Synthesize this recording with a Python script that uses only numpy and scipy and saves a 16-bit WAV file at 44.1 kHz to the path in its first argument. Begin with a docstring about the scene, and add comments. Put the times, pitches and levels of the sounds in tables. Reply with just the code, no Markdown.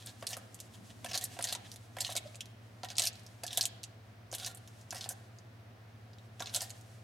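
"""Lizard chewing an insect

A lizard on a wire floor chews a hard-shelled insect, close up and in stereo. The shell cracks,
crushes and squeaks between the jaws; the hollow head knocks and a film of spit pops once.
Nearby walls and the room answer. Behind a faint rustle, two motors hum against each other
over the airy hiss of the room."""
import sys
import numpy as np
from scipy import signal
from scipy.fft import rfft, irfft
from scipy.io import wavfile
from scipy.ndimage import uniform_filter1d

SR = 44100
rng = np.random.default_rng(int(sys.argv[2]) if len(sys.argv) > 2 else 0)


def file_out(sig):
    """Save sig as 16-bit WAV at sys.argv[1]."""
    # one column per channel
    cols = np.atleast_2d(sig).T
    # limit, then scale
    lim = np.clip(cols, -1, 1)
    pcm = np.round(lim * 32767).astype(np.int16)
    wavfile.write(sys.argv[1], SR, pcm)


N = 310023


def cracks():
    """Each crack is a snap followed by grainy splinters that fly from slightly different places."""
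    # breaks in the shell: start_s, level_db, pitch_hz, treble_db (relative to the pitched part)
    snaps = [(0.0608, -42.5, 8900, 7), (0.071, -38, 4400, -18), (0.2109, -47, 6380, -15),
             (0.226, -41.5, 3500, -3), (0.2684, -22, 8900, -14), (0.271, -24, 4600, -7),
             (0.29, -33, 6500, -2), (0.305, -47, 5000, 3), (0.331, -28, 3340, -27),
             (0.3685, -36.5, 7940, 4), (0.545, -37.5, 6700, 2), (0.59, -44, 3380, -15),
             (0.602, -34.5, 6400, 2), (1.046, -32, 3630, 1), (1.061, -32.5, 2970, -10),
             (1.133, -28, 4760, -24), (1.1443, -20, 4200, -30), (1.152, -22.5, 4960, -8),
             (1.176, -21, 4300, -4), (1.212, -32.5, 6330, -4), (1.2402, -35.5, 9050, 13.5),
             (1.252, -33.5, 5100, -3), (1.3903, -33, 4560, 0), (1.4113, -33.5, 4550, -3),
             (1.4253, -21, 8400, -17), (1.4415, -20, 6400, -8), (1.472, -28, 4400, -10),
             (1.488, -24, 4100, -17), (1.495, -33, 3900, -15), (1.5233, -31, 7500, -5),
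             (1.526, -21, 4170, -4), (1.5508, -25.5, 3750, -9), (1.7165, -32, 5370, -8),
             (1.7602, -37.5, 4200, -3.5), (1.969, -40, 5100, -2), (1.9863, -35.5, 3520, 0),
             (2.0056, -22.5, 4140, 2.5), (2.0082, -21, 6840, -5.5), (2.0478, -21, 3850, -33),
             (2.066, -29.5, 3340, -23), (2.102, -34.5, 3460, 1), (2.123, -32, 3540, -3),
             (2.1536, -27, 4560, -11), (2.165, -20, 6800, -5), (2.1714, -22, 7600, -6),
             (2.273, -44, 4300, -10), (2.346, -41, 2770, -20), (2.356, -36, 7200, -10),
             (2.407, -29, 3480, -6), (2.457, -41, 4000, -7.5), (2.8336, -30.5, 4430, -15),
             (2.8465, -32.5, 3620, -5), (2.887, -34.5, 4100, -17), (2.9024, -31, 3500, -15),
             (2.955, -38, 4390, -19), (2.9679, -29, 6100, -20), (2.9829, -9.5, 4270, -6),
             (2.996, -11.5, 7200, -25), (3.0203, -17.5, 5600, -8), (3.053, -24.5, 6140, 4),
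             (3.038, -21.5, 4970, -3), (3.066, -20, 9500, -11), (3.0715, -17.5, 5000, -5),
             (3.13, -40.5, 6860, -17), (3.155, -40.5, 4800, -10), (3.177, -88, 5040, 8),
             (3.195, -48.5, 5100, -2), (3.234, -60, 8500, 7), (3.2643, -41, 5420, -8),
             (3.4357, -28, 5200, -2.5), (3.4659, -28.5, 5470, 1), (3.4792, -29, 4130, -14),
             (3.5298, -28.5, 3770, -2), (3.5739, -19.5, 3910, 5.5), (3.61, -14.5, 4740, -9),
             (3.628, -21, 7300, -8), (3.638, -24, 5970, -22), (3.6544, -18, 6900, -7),
             (3.8327, -31.5, 5000, -8), (3.8387, -26.5, 6550, -26), (4.3153, -35, 6000, -6),
             (4.3272, -34, 5500, 3.5), (4.339, -28.5, 3800, -12), (4.3494, -30, 3420, 3.5),
             (4.3832, -32, 8700, -18), (4.399, -28.5, 4000, -13), (4.447, -26.5, 5060, -11),
             (4.463, -26, 5570, 0.5), (4.548, -46, 8100, 9.5), (4.5728, -39, 8900, -9),
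             (4.6758, -42.5, 5900, -5), (4.812, -50.5, 6200, -4), (4.9074, -25.5, 5540, -10),
             (4.926, -40, 3050, 1), (4.9472, -30, 8990, -22), (5.0098, -28, 4000, -24),
             (5.0422, -30, 3850, -13), (5.0903, -26, 6700, 1), (5.3864, -42.5, 5550, -23),
             (6.133, -47.5, 4760, -26), (6.1848, -48.5, 3900, -34), (6.3966, -33.5, 3630, -16),
             (6.4043, -27.5, 5800, -11), (6.423, -27.5, 3640, -7), (6.4427, -41, 5000, -13),
             (6.4592, -30, 4850, -35), (6.471, -30, 3850, -29), (6.496, -39, 4500, -20),
             (6.5408, -35, 3740, 5), (6.5467, -20.5, 4100, 0), (6.5615, -17.5, 7100, -10),
             (6.6073, -24.5, 6350, -14), (6.6183, -29.5, 5050, 3), (6.696, -41, 5110, 3),
             (6.704, -32.5, 6850, -5), (6.811, -51, 6000, 3)]
    splinter_db, splinter_t60_s = -13, .058
    out, s = np.zeros((2, N + SR)), np.arange(SR // 12) / SR
    for (at, db, hz, treble_db), noise in zip(snaps, rng.standard_normal((len(snaps), 5, len(s)))):
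        grain = undb(2.2 * np.repeat(noise[4], 40)[:len(s)])
        splinters = undb(splinter_db) * grain * fade(s, splinter_t60_s) * (1 - fade(s, 0.0027))
        burst = noise[:2] * (fade(s, 0.0028) + splinters)
        burst[:, 0] = [2.1, .6]  # a hard first click for body and top
        mid = shell(burst, hz, treble_db, db)
        side = undb(-16.5) * shell(noise[2:4] * splinters, hz, treble_db + 1, db)
        i = int(at * SR)
        out[:, i:i + len(s)] += undb(db) * stereo(mid, side)
    return out[:, :N]


def shell(drive, hz, treble_db, crack_db):
    """The piece of shell that breaks: its own pitch on a broad crackle, and a fine top."""
    body_drive, top_drive = drive
    note = band(body_drive, hz / 1.177, hz * 1.155)
    # the insect is too small to radiate low notes, so the crackle falls off steeply below
    crackle = band(band(body_drive, 3110, 6900), 960, 18000)
    tick_db = -39.5  # weaker cracks lose crackle and thin to a tick
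    crackle_db = -3.5 + 0.51 * min(crack_db - tick_db, 0)
    top = band(band(top_drive, 7000, 13000), 5200, 12500)
    return peak(note + undb(crackle_db) * crackle, 0) + peak(top, treble_db)


def crushes():
    """Grit swells and dies as the jaws press a piece of shell flat."""
    # presses of the jaws: centre_s, level_db, half_length_s, brightness_db (per octave)
    presses = [(0.018, -45.5, 0.025, -2), (0.082, -40, 0.026, -0.5), (0.31, -33.5, 0.015, 8),
               (0.33, -36.5, 0.022, 0), (0.747, -44.5, 0.012, -0.5), (0.908, -45.5, 0.011, -5),
               (1.097, -35, 0.011, -2), (1.116, -30, 0.007, -3), (1.154, -26.5, 0.019, -1.5),
               (1.229, -33, 0.018, 4), (1.336, -48.5, 0.03, -13), (1.45, -28, 0.0092, 7),
               (1.497, -32, 0.028, -0.5), (1.657, -45.5, 0.019, -7), (1.736, -42, 0.013, 6),
               (2.016, -31, 0.014, 5), (2.064, -35.5, 0.03, 1.1), (2.112, -34.5, 0.022, .3),
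               (2.174, -26, 0.012, -2), (2.917, -39.5, 0.019, -2.5), (2.999, -27, 0.019, 4.1),
               (3.039, -26, 0.013, 0.6), (3.069, -33.5, 0.018, -2.1), (3.517, -40.5, 0.016, -1),
               (3.542, -37.5, 0.026, 3), (4.426, -35.5, 0.044, .3), (4.472, -29.5, 0.012, 2),
               (4.491, -40, 0.032, 3.5), (4.974, -34.5, 0.021, 1.3), (5.039, -38.5, 0.032, 1),
               (5.112, -34, 0.017, 10), (6.483, -40.5, 0.026, -8), (6.562, -29.5, 0.027, 3),
               (6.625, -34, 0.026, 5)]
    # tone of the crumbling shell: frequency_hz, gain_db
    grit_spectrum = [(1000, -14), (2000, -6.5), (2900, 2.5), (4200, 1.5), (6500, 0.5), (9000, -2.5),
                     (13000, -10.5), (16000, -20)]
    piece_hz, pitch_scatter = 4880, 0.24
    lead = SR // 10
    out, s = np.zeros(N + SR), np.arange(-lead, lead) / SR
    for at, db, half_s, bright_db in presses:
        hz = piece_hz * np.exp(pitch_scatter * rng.standard_normal())
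        breaks = grit(per_s=4000, uneven_db=1.9, count=len(s))
        tilt = over_hz([(2500, -bright_db), (10000, bright_db)], len(s))
        crackle = irfft(rfft(breaks) * undb(over_hz(grit_spectrum, len(s)) + tilt), len(s))
        note = band(breaks, hz / 1.2, hz * 1.105)
        crunch = level(note, -20.5) + level(crackle, -13.5) + level(jaw(breaks), -20.5)
        i = int(at * SR)
        out[i:i + len(s)] += undb(db) * crunch * swell(s, half_s)
    return out[lead:N + lead]


def grit(per_s, uneven_db, count):
    """Dense tiny breaks of uneven size, rms 1."""
    breaks = (rng.random(count) < per_s / SR) * rng.standard_normal(count)
    size_db = uneven_db * np.minimum(rng.exponential(size=count), 3)
    return level(breaks * undb(size_db), 0)


def knocks():
    """Short rough pushes ring the hollow head and mouth, with a wet smack of their own."""
    # knocks of the jaw: start_s, level_db
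    bites = [(0.224, -37), (0.325, -42), (0.367, -39.5), (1.044, -35), (1.152, -38), (1.175, -45.5),
             (1.366, -42.5), (1.389, -33), (1.523, -37.5), (1.55, -41), (1.967, -34.5), (2.09, -39),
             (2.152, -37.5), (2.833, -35.5), (2.999, -37.5), (3.434, -36.5), (3.575, -33), (3.637, -41),
             (4.327, -36), (4.924, -36.5), (4.948, -41), (5.058, -40), (5.104, -43.5), (6.403, -33.5),
             (6.545, -44.5), (6.568, -44), (6.615, -42.5)]
    push_hz, pitch_scatter = 730, 0.032
    rebound_s, rebound_hz, hard_db = .017, 1530, -35
    out, s = np.zeros(N + SR), np.arange(SR // 8) / SR
    for (at, db), noise in zip(bites, rng.standard_normal((len(bites), 2, 2, len(s)))):
        # a hard knock rebounds: the teeth meet again, higher; soft knocks barely do
        rebound_db = db - 4.5 + 2.4 * min(db - hard_db, 0)
        pitch = push_hz * np.exp(pitch_scatter * noise[0, 0, -1])
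        contacts = (at, db, pitch), (at + rebound_s, rebound_db, rebound_hz)
        for (when, contact_db, hz), (push, wet) in zip(contacts, noise):
            ring = jaw(band(push * fade(s, 0.016), hz / 2.08, hz * 1.57))
            smack = band(wet * fade(s, 0.043), 190, 3000)
            i = int(when * SR)
            out[i:i + len(s)] += undb(contact_db) * (peak(ring, 0) + peak(smack, -2))
    return out[:N]


def jaw(push):
    """Head and mouth ring briefly; the gape shifts the high modes most, and those die first."""
    # resonances of the hollow head and mouth: pitch_hz, gain_db
    modes = [(510, -5), (670, 1.5), (780, 0.5), (1050, -4.5), (1400, -3.5), (1700, 6.5)]
    pivot_hz, gape_scatter, t60_s = 650, .022, .05  # scatter and decay hold at the pivot pitch
    s, ring = np.arange(SR // 16) / SR, 0
    for k, ((hz, db), gape) in enumerate(zip(modes, rng.standard_normal(len(modes)))):
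        pitch = hz * np.exp(gape_scatter * (hz / pivot_hz) ** 1.6 * gape)
        decay = fade(s, t60_s * min(pivot_hz / hz, 1) ** .7)
        ring = ring + (-1) ** k * undb(db) * np.sin(2 * np.pi * pitch * s) * decay
    return signal.fftconvolve(push, ring)[:len(push)]


def squeaks():
    """Shell slides on a tooth, and the slips ring one narrow note."""
    # slides: centre_s, level_db, half_length_s, pitch_hz
    slides = [(2.269, -62, 0.0068, 5000), (3.51, -44, 0.0084, 3650), (3.53, -49.5, 0.0078, 3650),
              (3.565, -44, 0.0069, 3650)]
    width_hz = 380
    s, slips = np.arange(N) / SR, grit(per_s=1200, uneven_db=1.5, count=N)
    return sum(level(band(slips, hz - width_hz / 2, hz + width_hz / 2), db) * swell(s - at, half_s)
               for at, db, half_s, hz in slides)


def pop():
    """A film of spit bursts and the mouth sounds one round note."""
    centre_s, level_db, pitch_hz = 2.263, -44.5, 598
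    s = np.arange(N) / SR - centre_s
    return undb(level_db) * np.sin(2 * np.pi * pitch_hz * s) * swell(s, half_s=0.0079)


def surroundings(x):
    """Direct sound, dense reflections from near walls, then the faint longer tail of the room."""
    wall_db, wall_t60_s, wall_delay_s = -7, 0.04, .0024
    room_db, room_t60_s = -15, 0.71
    pan_db = -1.0  # left against right
    s = np.arange(SR // 2) / SR
    mid, left, right, *far = rng.standard_normal((5, len(s)))
    walls = (mid + 0.43 * np.array([left, right])) * fade(s, wall_t60_s) * (s > wall_delay_s)
    room = band(np.array(far), 260, 2200) * fade(s, room_t60_s) * (1 - fade(s, 0.04))
    response = level(walls, wall_db) + level(room, room_db)
    echo = signal.fftconvolve(x, response / np.sqrt(len(s)), axes=1)[:, :N]
    return (x + echo) * undb([[pan_db / 2], [-pan_db / 2]])


def rustle():
    """A faint, flickering rustle swells around the bites."""
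    # loudness of the rustle: time_s, level_db
    envelope = [(0.0, -65), (1.0, -65.5), (1.29, -57), (1.9, -66), (2.2, -62), (2.55, -77.5), (3.1, -68.5),
                (3.7, -68.5), (4.2, -83.5), (4.5, -72), (5.1, -67), (5.7, -87), (6.3, -75), (6.62, -56.5),
                (7.03, -73.5)]
    mid, side = band(rng.standard_normal((2, N)), 2500, 10000) * undb(2.5 * walk(25))
    return undb(over_time(envelope)) * level(stereo(mid, 0.5 * side), 0)


def motors():
    """Two motors hum in steady tones that beat against each other and waver a little."""
    # tones of the hum: pitch_hz, level_db (rms)
    tones = [(97.3, -63), (111.8, -56), (120.0, -66.5), (186.5, -75), (223.6, -71.5), (241.0, -75)]
    s, hum = np.arange(N) / SR, 0
    for hz, db in tones:
        amplitude = np.sqrt(2) * undb(db + 1.2 * walk(3))
        phase = 2 * np.pi * (hz * s + rng.random()) + 0.98 * walk(3.6)
        hum = hum + amplitude * np.sin(phase)
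    return hum


def air():
    """Room hiss, centred in the bass and wide in the mids, with a rumble that swells."""
    # tone of the hiss: frequency_hz, gain_db
    spectrum = [(20, -44), (50, -30.5), (62, -14), (135, -14), (230, -17.5), (400, -19.5), (590, -19.5),
                (680, -16), (850, -23.5), (1800, -25), (2400, -29), (5800, -37.5), (7200, -44.5),
                (16000, -48)]
    # stereo image of the hiss: frequency_hz, likeness (0 wide, 1 mono)
    image = [(60, 1), (130, 0.92), (250, 0.55), (500, 0.64), (1300, 0.043), (4000, 0.28), (9000, 0.33),
             (15000, 1)]
    # loudness of the rumble: time_s, level_db
    rumble_envelope = [(0, -65.5), (.74, -64), (.78, -53), (.88, -61.5), (1.4, -61.5), (1.9, -69.5),
                       (7.03, -75.5)]
    alike = np.clip(over_hz(image, N), 0, 1)
    coloured = rfft(rng.standard_normal((2, N))) * undb(over_hz(spectrum, N))
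    mid, side = coloured * np.sqrt([1 + alike, 1 - alike])
    hiss = level(irfft(stereo(mid, side), N), -59.5)
    mid, side = band(rng.standard_normal((2, N)), 171, 281)
    rumble = level(stereo(mid, .5 * side), 0) * undb(over_time(rumble_envelope) + 2.0 * walk(8))
    return hiss + rumble


def undb(db):
    """Decibels to gain."""
    return 10 ** (np.asarray(db) / 20)


def level(x, db):
    """Sets the rms level."""
    return x * undb(db) / np.sqrt(np.mean(x ** 2))


def peak(x, db):
    """Sets the peak level."""
    return x * undb(db) / np.abs(x).max()


def stereo(mid, side):
    """Mid and side to left and right."""
    return np.array([mid + side, mid - side])


def over_hz(table, count):
    """A (frequency_hz, value) curve at every bin of a transform of count samples."""
    hz, value = np.transpose(table)
    return np.interp(np.log(np.arange(count // 2 + 1) * SR / count + 1), np.log(hz), value)


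def over_time(table):
    """A (time_s, value) curve at every sample."""
    return np.interp(np.arange(N) / SR, *np.transpose(table))


def band(x, lo_hz, hi_hz):
    """Band-pass."""
    sos = signal.butter(2, [lo_hz, min(hi_hz, .45 * SR)], "band", fs=SR, output="sos")
    return signal.sosfilt(sos, x)


def fade(s, t60):
    """Falls 60 dB in t60 seconds."""
    return np.exp(-np.log(1000) * s / max(t60, .001))


def swell(s, half_s):
    """Rises, holds and dies around s = 0."""
    return np.exp(-np.abs(s / max(half_s, .002)) ** 3)


def walk(rate):
    """Random levels held 1 / rate s and smoothed twice; spread near 1."""
    hold = int(SR / rate)
    steps = np.repeat(rng.standard_normal(N // hold + 1), hold)
    return 1.4 * uniform_filter1d(uniform_filter1d(steps, hold), hold)[:N]


def scene():
    """Chewing in its surroundings over rustle, hum and air."""
    chewing = cracks() + crushes() + knocks() + squeaks() + pop()
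    return surroundings(chewing) + rustle() + motors() + air()


def record(dry):
    """A steep low-pass takes off the very top."""
    top_hz = 15900
    return signal.sosfilt(signal.ellip(8, .2, 70, top_hz, fs=SR, output="sos"), dry)


dry = scene()
out = record(dry)
file_out(out)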